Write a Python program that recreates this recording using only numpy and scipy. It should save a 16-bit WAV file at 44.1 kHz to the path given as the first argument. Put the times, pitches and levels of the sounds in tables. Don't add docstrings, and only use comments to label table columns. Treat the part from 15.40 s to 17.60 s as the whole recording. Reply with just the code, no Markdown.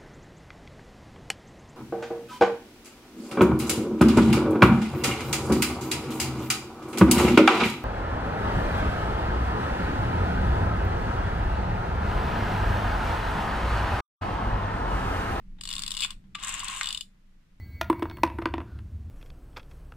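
import sys
import numpy as np
from scipy import signal
from scipy.fft import rfft, irfft
from scipy.io import wavfile

SR = 44100
rng = np.random.default_rng(int(sys.argv[2]) if len(sys.argv) > 2 else 0)


def pcm_store(signal):
    levels = np.round(np.clip(np.atleast_2d(signal), -1, 1) * 32767)
    wavfile.write(sys.argv[1], SR, levels.astype(np.int16).T)


N = 97020
T = np.arange(N) / SR
LIKENESS = 0.52


def undb(db):
    return 10 ** (np.asarray(db) / 20)


def unit(x):
    return x / np.sqrt(np.mean(x ** 2))


def along(rows, column=1):
    r = np.array(rows)
    start_s, end_s = r[0, 0], r[-1, 0]
    gate = np.interp(T, [start_s - .01, start_s, end_s, end_s + .01], [0, 1, 1, 0])
    return undb(np.interp(T, r[:, 0], r[:, column])) * gate


def gains(points, size):
    p = np.array(points)
    log_hz = np.log(np.fft.rfftfreq(size, 1 / SR) + 1)
    return undb(np.interp(log_hz, np.log(p[:, 0]), p[:, 1]))


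def through(x, response):
    return signal.fftconvolve(np.atleast_2d(x), np.atleast_2d(response), axes=1)[:, :N]


def colour(x, points, size=1024):
    cepstrum = irfft(np.log(gains(points, size)))
    cepstrum[1:size // 2] *= 2
    cepstrum[size // 2 + 1:] = 0
    response = irfft(np.exp(rfft(cepstrum)))
    return through(x, response / np.linalg.norm(response))


def pair(likeness):
    noise = rng.standard_normal((3, N))
    return np.sqrt(likeness) * noise[0] + np.sqrt(1 - likeness) * noise[1:]


def burst(start_s, rise_s, hold_s, fall_s):
    age_s = T - start_s
    fall = np.exp(-np.clip((age_s - rise_s - hold_s) / fall_s, 0, 20))
    return np.clip(age_s / rise_s, 0, 1) * fall


def ring(start_s, modes, rise_s, detune=1, sag=0, settle_s=.004, size=16384):
    out, i, t = np.zeros(N + size), int(start_s * SR), T[:size]
    clock = detune * t + sag * settle_s * (1 - np.exp(-t / settle_s))
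    tones = 0
    for (hz, db, t60_s), turn in zip(modes, rng.random(len(modes))):
        decay = np.exp(-np.log(1000) * t / t60_s)
        tones = tones + undb(db) * np.sin(2 * np.pi * (hz * clock + turn)) * decay
    out[i:i + size] = tones * np.clip(t / rise_s, 0, 1)
    return out[:N]


def resonance(x, hz, width_hz):
    return unit(signal.lfilter(*signal.iirpeak(hz, hz / width_hz, fs=SR), x))


# freq_hz, density_rel_db
FLOOR_SPECTRUM = [(12, -20.5), (20, 5), (35, -7), (55, -18.5), (154, -20.5), (193, -14), (241, -28.5),
                  (280, -28.5), (337, -34.5), (700, -52.5), (2080, -52.5), (16000, -73.5)]
# time_s, level_rel_db
RUMBLE_LEVEL = [(0.0, -45), (0.42, -41.5), (0.5, -45), (1.13, -45.5), (1.16, -43.5), (1.59, -50.5),
                (1.83, -56), (1.86, -54.5), (2.2, -54.5)]
RUMBLE_DB, AIR_DB, HUM_DB = -1, -72, -75
RUMBLE_EDGE_HZ, WIDE_HZ = 487, 900
HUM_HZ, HUM_WANDER_RAD = 189, 0.14


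def background():
    hz = np.fft.rfftfreq(N, 1 / SR)
    shape = gains(FLOOR_SPECTRUM, N)
    low = 1 / (1 + (hz / RUMBLE_EDGE_HZ) ** 4)
    mid, side = rfft(rng.standard_normal((2, N)))
    spread = mid + np.array([[1], [-1]]) * side * np.minimum(hz / WIDE_HZ, 1)
    rumble = unit(irfft(spread * shape * low, N)) * along(RUMBLE_LEVEL) * undb(RUMBLE_DB)
    air = unit(irfft(rfft(pair(0.045)) * shape * (1 - low), N)) * undb(AIR_DB)
    drift_rad = np.cumsum(rng.standard_normal(N)) * np.sqrt(20 / SR) * HUM_WANDER_RAD
    hum = unit(np.sin(2 * np.pi * HUM_HZ * T + drift_rad))
    return rumble + air + undb(HUM_DB) * hum


CHATTER_JITTER, CHATTER_SPREAD_DB = .25, 0.5


def chatter(hz, fall_s, count=1000):
    chance = rng.standard_normal((count, 2))
    at = (np.cumsum(np.exp(CHATTER_JITTER * chance[:, 0])) / hz * SR).astype(int)
    ticks = np.bincount(at, undb(CHATTER_SPREAD_DB * np.tanh(chance[:, 1])), N)[:N]
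    return unit(signal.lfilter([1], [1, -np.exp(-1 / (fall_s * SR))], ticks))


FLUTTER_HZ, FLUTTER_DB = 45.74, 5


def flutter(count=400):
    points = rng.uniform(-1.2, 1, count)
    return unit(undb(FLUTTER_DB * np.interp(T * FLUTTER_HZ, np.arange(count), points)))


# time_s, level_rel_db
WIND = [(.17, -76), (.22, -78.5), (.31, -46.5), (.40, -50), (.50, -53), (.58, -52.5), (.645, -46.5),
        (.67, -51.5), (.70, -49.5), (.73, -54.5)]
# time_s, gear_rub_rel_db, shoe_scratch_rel_db
RUN = [(0.99, -47, -72), (0.998, -54.5, -53.5), (1.022, -46.5, -59.5), (1.028, -44.5, -43),
       (1.048, -40, -34.5), (1.058, -46, -62), (1.074, -40, -36.5), (1.096, -40.5, -32), (1.11, -39, -54.5),
       (1.12, -45, -42.5), (1.142, -39, -34.5), (1.16, -42.5, -49.5), (1.188, -42.5, -46.5),
       (1.198, -44, -36), (1.228, -44, -64), (1.234, -48, -44), (1.248, -42.5, -36), (1.272, -42, -66.5),
       (1.282, -41, -40.5), (1.328, -41.5, -45), (1.37, -43.5, -40.5), (1.402, -47, -43.5)]
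# time_s, gear_rub_rel_db, shoe_scratch_rel_db
COAST = [(1.425, -44, -58), (1.50, -48, -57), (1.552, -55, -55.5), (1.60, -64, -70)]
# freq_hz, level_rel_db
RUB_SPECTRUM = [(450, -27.5), (750, -7), (1070, 6), (1400, 2), (2000, 1), (2700, 4), (3500, 1),
                (4400, -6.5), (5600, -11.5), (9000, -36.5)]
# freq_hz, level_rel_db
SCRATCH_SPECTRUM = [(2500, -30), (4200, -14), (5600, -5.5), (7000, 6), (8000, 8.5), (9300, -0.5),
                    (10800, -11), (14500, -19), (16000, -26.5)]
# freq_hz, width_hz, level_rel_db
CASE_MODES = [(1073, 45, -3.5), (1250, 300, -15), (1710, 600, -14.5), (2480, 200, -6), (2830, 140, -1.5),
              (2780, 100, -6), (3740, 250, -7), (5920, 150, -12)]
RUB_DB, SCRATCH_DB, CASE_DB = 4.5, -0.5, -3.5
TOOTH_HZ, TOOTH_FALL_S, RUB_STEADY = 248.3, 0.0024, 2.5
SHOE_HZ, SHOE_FALL_S, SCRATCH_STEADY = 95, .0028, .25


def governor():
    run = np.vstack([RUN, COAST])
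    teeth = chatter(TOOTH_HZ, TOOTH_FALL_S)
    drive = undb(RUB_DB) * along(run) + along(WIND)
    mesh = unit(teeth + RUB_STEADY)
    rub = colour(mesh * drive * pair(LIKENESS), RUB_SPECTRUM) / np.sqrt(2)
    case = 0
    for hz, width_hz, db in CASE_MODES:
        mode = resonance(mesh * rng.standard_normal(N), hz, width_hz)
        case = case + undb(db) * flutter() * mode
    case = undb(CASE_DB) * drive * unit(case) / np.sqrt(2)
    contacts = unit(chatter(SHOE_HZ, SHOE_FALL_S) + SCRATCH_STEADY)
    contacts = contacts * undb(SCRATCH_DB) * along(run, 2)
    grit = unit(np.tanh(2 * pair(LIKENESS / 2)))
    return rub + case + colour(contacts * grit, SCRATCH_SPECTRUM)


# start_s, level_rel_db, fall_s
TOUCHES = [(0.1836, -62, 0.015), (0.837, -71, 0.014)]
# freq_hz, level_rel_db
TOUCH_SPECTRUM = [(500, -14), (800, 7.5), (1200, -8.5), (1900, 1), (2700, -5), (3600, 0), (5000, -14.5),
                  (12000, -29)]
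TOUCH_RISE_S = 0.0027


def touches():
    contact = sum(undb(db) * burst(start_s, TOUCH_RISE_S, TOUCH_RISE_S, fall_s)
                  for start_s, db, fall_s in TOUCHES)
    return colour(contact * pair(LIKENESS), TOUCH_SPECTRUM)


# start_s, snap_rel_db, spring_ring_rel_db
CLICKS = [(0.2099, -4.5, -7), (0.2355, -3, -16), (0.2532, -3, -8), (0.2738, -3, -8), (0.2889, -1, -6.5),
          (0.303, -2.5, -15.5), (0.3115, -3, 1), (0.327, 0, -30), (0.3363, -1, -13), (0.3523, -1.5, -26),
          (0.3635, -2.5, -10), (0.3805, -2, -18.5), (.3915, 0.5, -26), (0.4, -10, -18.5), (.4203, 0, -20.5),
          (0.435, 0.5, -13.5), (0.4626, -1.5, -6.5), (0.4778, 1.5, -9), (0.5056, 0.5, -9.5),
          (.5162, 2.5, -3), (.5392, -5.5, -15.5), (0.5482, -2.5, -6.5), (0.5677, 1, -7),
          (0.5743, -3.5, -1.5), (0.589, -5, -7.5), (0.5954, -4, -2), (0.6051, 4, -9), (0.6088, 1.5, -2),
          (0.6183, -7.5, -4.5), (0.6206, 1.5, -18.5), (0.6262, 0, 6), (.6338, 3, -0.5), (.6405, -3.5, -7.5),
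          (.6453, 2, 7), (0.648, -14, -9), (0.6582, -7.5, -15.5), (0.705, -3, -8), (0.9512, -14, 0),
          (0.9978, -15, -11.5), (1.0346, -11.5, -2), (1.2005, -3.5, -1), (1.2815, -1, -4.5),
          (1.431, 1, -9.5), (1.442, -6.5, 0.5), (1.457, -0.5, -3), (1.4703, -1.5, 4), (1.4877, 1.5, -7.5),
          (1.5048, -2.5, 3.5), (1.5263, 1, -6.5), (1.546, -1.5, 4), (1.5737, -2, -3), (1.6084, -1, 2)]
# freq_hz, level_rel_db
SNAP_SPECTRUM = [(450, -32), (800, -20), (1100, -3.5), (1400, -12.5), (2200, -10), (2650, -4.5), (2900, 0),
                 (3150, -5.5), (3450, 6.5), (3700, 4.5), (3950, -1), (4450, 3.5), (4850, -1.5),
                 (5700, -8.5), (6500, -11.5), (7050, -2.5), (7700, 2), (8300, -4), (9300, -4.5),
                 (11500, -20.5), (13800, -22.5), (15000, -15.5)]
# freq_hz, level_rel_db, t60_s
SPRING_MODES = [(2500, -17, .02), (2920, 0, .029), (3420, -7, .03), (3570, -.5, .023), (4060, -14, .025),
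                (4650, -14, .02), (4980, -13, .02), (7650, -14, .018)]
SNAP_DB, SNAP_RISE_S, SNAP_HOLD_S, SNAP_FALL_S = -29.5, 0.00076, 0.0016, 0.0017
SPRING_DB, SPRING_RISE_S, SPRING_VARY_DB = -28.5, .0015, 2
SPRING_SPREAD, SPRING_SAG = .013, .03
RELEASE_S, BODY_HZ, FREE_BODY_DB = .95, 2300, -10


def ratchet():
    power = sum((undb(db) * burst(start_s, SNAP_RISE_S, SNAP_HOLD_S, SNAP_FALL_S)) ** 2
                for start_s, db, _ in CLICKS)
    scrape = unit(np.tanh(2 * pair(LIKENESS)))
    snaps = colour(np.sqrt(power) * scrape, SNAP_SPECTRUM)
    body = signal.sosfiltfilt(signal.butter(4, BODY_HZ, fs=SR, output="sos"), snaps)
    snaps = snaps - body * (T > RELEASE_S) * (1 - undb(FREE_BODY_DB))
    spring = 0
    for start_s, _, db in CLICKS:
        detune = 1 - SPRING_SPREAD * np.abs(rng.standard_normal())
        modes = [(hz, level + SPRING_VARY_DB * rng.uniform(-1.4, 1), t60_s)
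                 for hz, level, t60_s in SPRING_MODES]
        spring = spring + undb(db) * ring(start_s + SPRING_RISE_S / 2, modes, SPRING_RISE_S,
                                          detune, SPRING_SAG, size=3000)
    return undb(SNAP_DB) * snaps + undb(SPRING_DB) * spring


# start_s, length_s, level_rel_db
SQUEAKS = [(0.617, 0.037, -35), (0.9475, .011, -40)]
# freq_hz, width_hz, level_rel_db
WHEEL_MODES = [(2220, 150, -14), (2420, 200, -2.5), (2690, 200, 1), (3394, 140, 1.5), (7170, 78, -7),
               (9650, 90, -19)]


def squeak():
    swell = 0
    for start_s, length_s, db in SQUEAKS:
        arch = np.abs(np.sin(np.pi * np.clip((T - start_s) / length_s, 0, 1)))
        swell = swell + undb(db) * np.sqrt(arch)
    tone = 0
    for hz, width_hz, db in WHEEL_MODES:
        once = resonance(rng.standard_normal(N), hz, width_hz)
        tone = tone + undb(db) * resonance(once, hz, 2 * width_hz)
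    return swell * tone


# start_s, blow_rel_db, fall_s, stop_ring_rel_db
KNOCKS = [(0.6495, -38, 0.0018, -64), (0.9512, -36.5, .004, -36.5), (1.4115, -24.5, 0.00089, -56),
          (1.4194, -43, 0.0025, -52)]
# freq_hz, level_rel_db
KNOCK_SPECTRUM = [(350, -44.5), (700, -14), (1050, -0.5), (1350, -2), (1950, -0.5), (2700, -7), (3500, -8),
                  (5200, -15.5), (7700, -11.5), (11000, -30), (15000, -35)]
# freq_hz, level_rel_db, t60_s
STOP_MODES = [(1168, 0, .17), (2266, -22, .1)]
KNOCK_RISE_S, KNOCK_HOLD_S = .0003, 0.0024
PUSH_DB, CRUNCH_DB = 20.5, -1.5


def knocks():
    at = [int(k[0] * SR) for k in KNOCKS]
    push = np.bincount(at, undb([k[1] + PUSH_DB for k in KNOCKS]), N)
    crunch = sum(undb(db + CRUNCH_DB) * burst(start_s, KNOCK_RISE_S, KNOCK_HOLD_S, fall_s)
                 for start_s, db, fall_s, _ in KNOCKS)
    blows = colour(push + crunch * unit(np.tanh(pair(LIKENESS))), KNOCK_SPECTRUM)
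    stop = sum(undb(db) * ring(start_s, STOP_MODES, KNOCK_HOLD_S) for start_s, _, _, db in KNOCKS)
    return blows + stop


# start_s, length_s, pitch_hz, level_db
GROANS = [(1.229, 0.009, 1093, -31.5), (1.288, 0.017, 1077, -40), (1.322, 0.018, 1036, -38.5),
          (1.364, 0.018, 1071, -38)]


def groans():
    out = 0
    for start_s, length_s, hz, db in GROANS:
        swell = np.sin(np.pi * np.clip((T - start_s) / length_s, 0, 1))
        out = out + undb(db) * swell * np.sin(2 * np.pi * hz * T)
    return out


def reflections(x, db, fall_s, size=26000):
    t = T[:size]
    h = rng.standard_normal((2, size)) * np.exp(-t / fall_s) * np.clip(t / 0.0012, 0, 1)
    return undb(db) * through(x, h / np.linalg.norm(h, axis=1, keepdims=True))


# freq_hz, level_db
BALANCE_LR = [(700, -2), (1300, -1.5), (2400, 3), (3500, 11), (4100, 2.5), (4700, 9), (5800, 3), (7500, 13),
              (8600, 3.5), (9500, -9), (11000, -0.5), (15000, 1.5)]
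# freq_hz, lead_rad
LEAD = [(700, -.4), (1100, -.3), (2150, .3), (3300, -.3), (4600, -1.7), (6300, -2.8), (8000, -2.6),
        (9500, -2.2), (15000, -2.2)]
# freq_hz, level_rel_db
ROOM_SPECTRUM = [(1000, -0.5), (2000, 4.5), (2700, 3), (2950, -11.5), (3300, -6.5), (3600, 2), (4000, 5.5),
                 (4600, 0.5), (6500, 3), (7700, 2), (10000, 3.5)]
ROOM_DB, ROOM_T60_S, DESK_DB, DESK_FALL_S = -14, 0.2, -8.5, 0.015


def scene():
    dial = governor() + groans() + knocks() + ratchet() + squeak() + touches()
    lead_rad = np.interp(np.fft.rfftfreq(N, 1 / SR), *np.array(LEAD).T)
    side = np.sqrt(gains(BALANCE_LR, N)) * np.exp(1j * lead_rad / 2)
    direct = irfft(rfft(dial) * np.array([side, 1 / side]), N)
    desk = reflections(dial, DESK_DB, DESK_FALL_S)
    to_room = irfft(rfft(dial) * gains(ROOM_SPECTRUM, N), N)
    room = reflections(to_room, ROOM_DB, ROOM_T60_S / np.log(1000))
    return direct + desk + room + background()


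TOP_HZ = 15350


def record(dry):
    return signal.sosfilt(signal.ellip(8, .2, 70, TOP_HZ, fs=SR, output="sos"), dry)


dry = scene()
out = record(dry)
pcm_store(out)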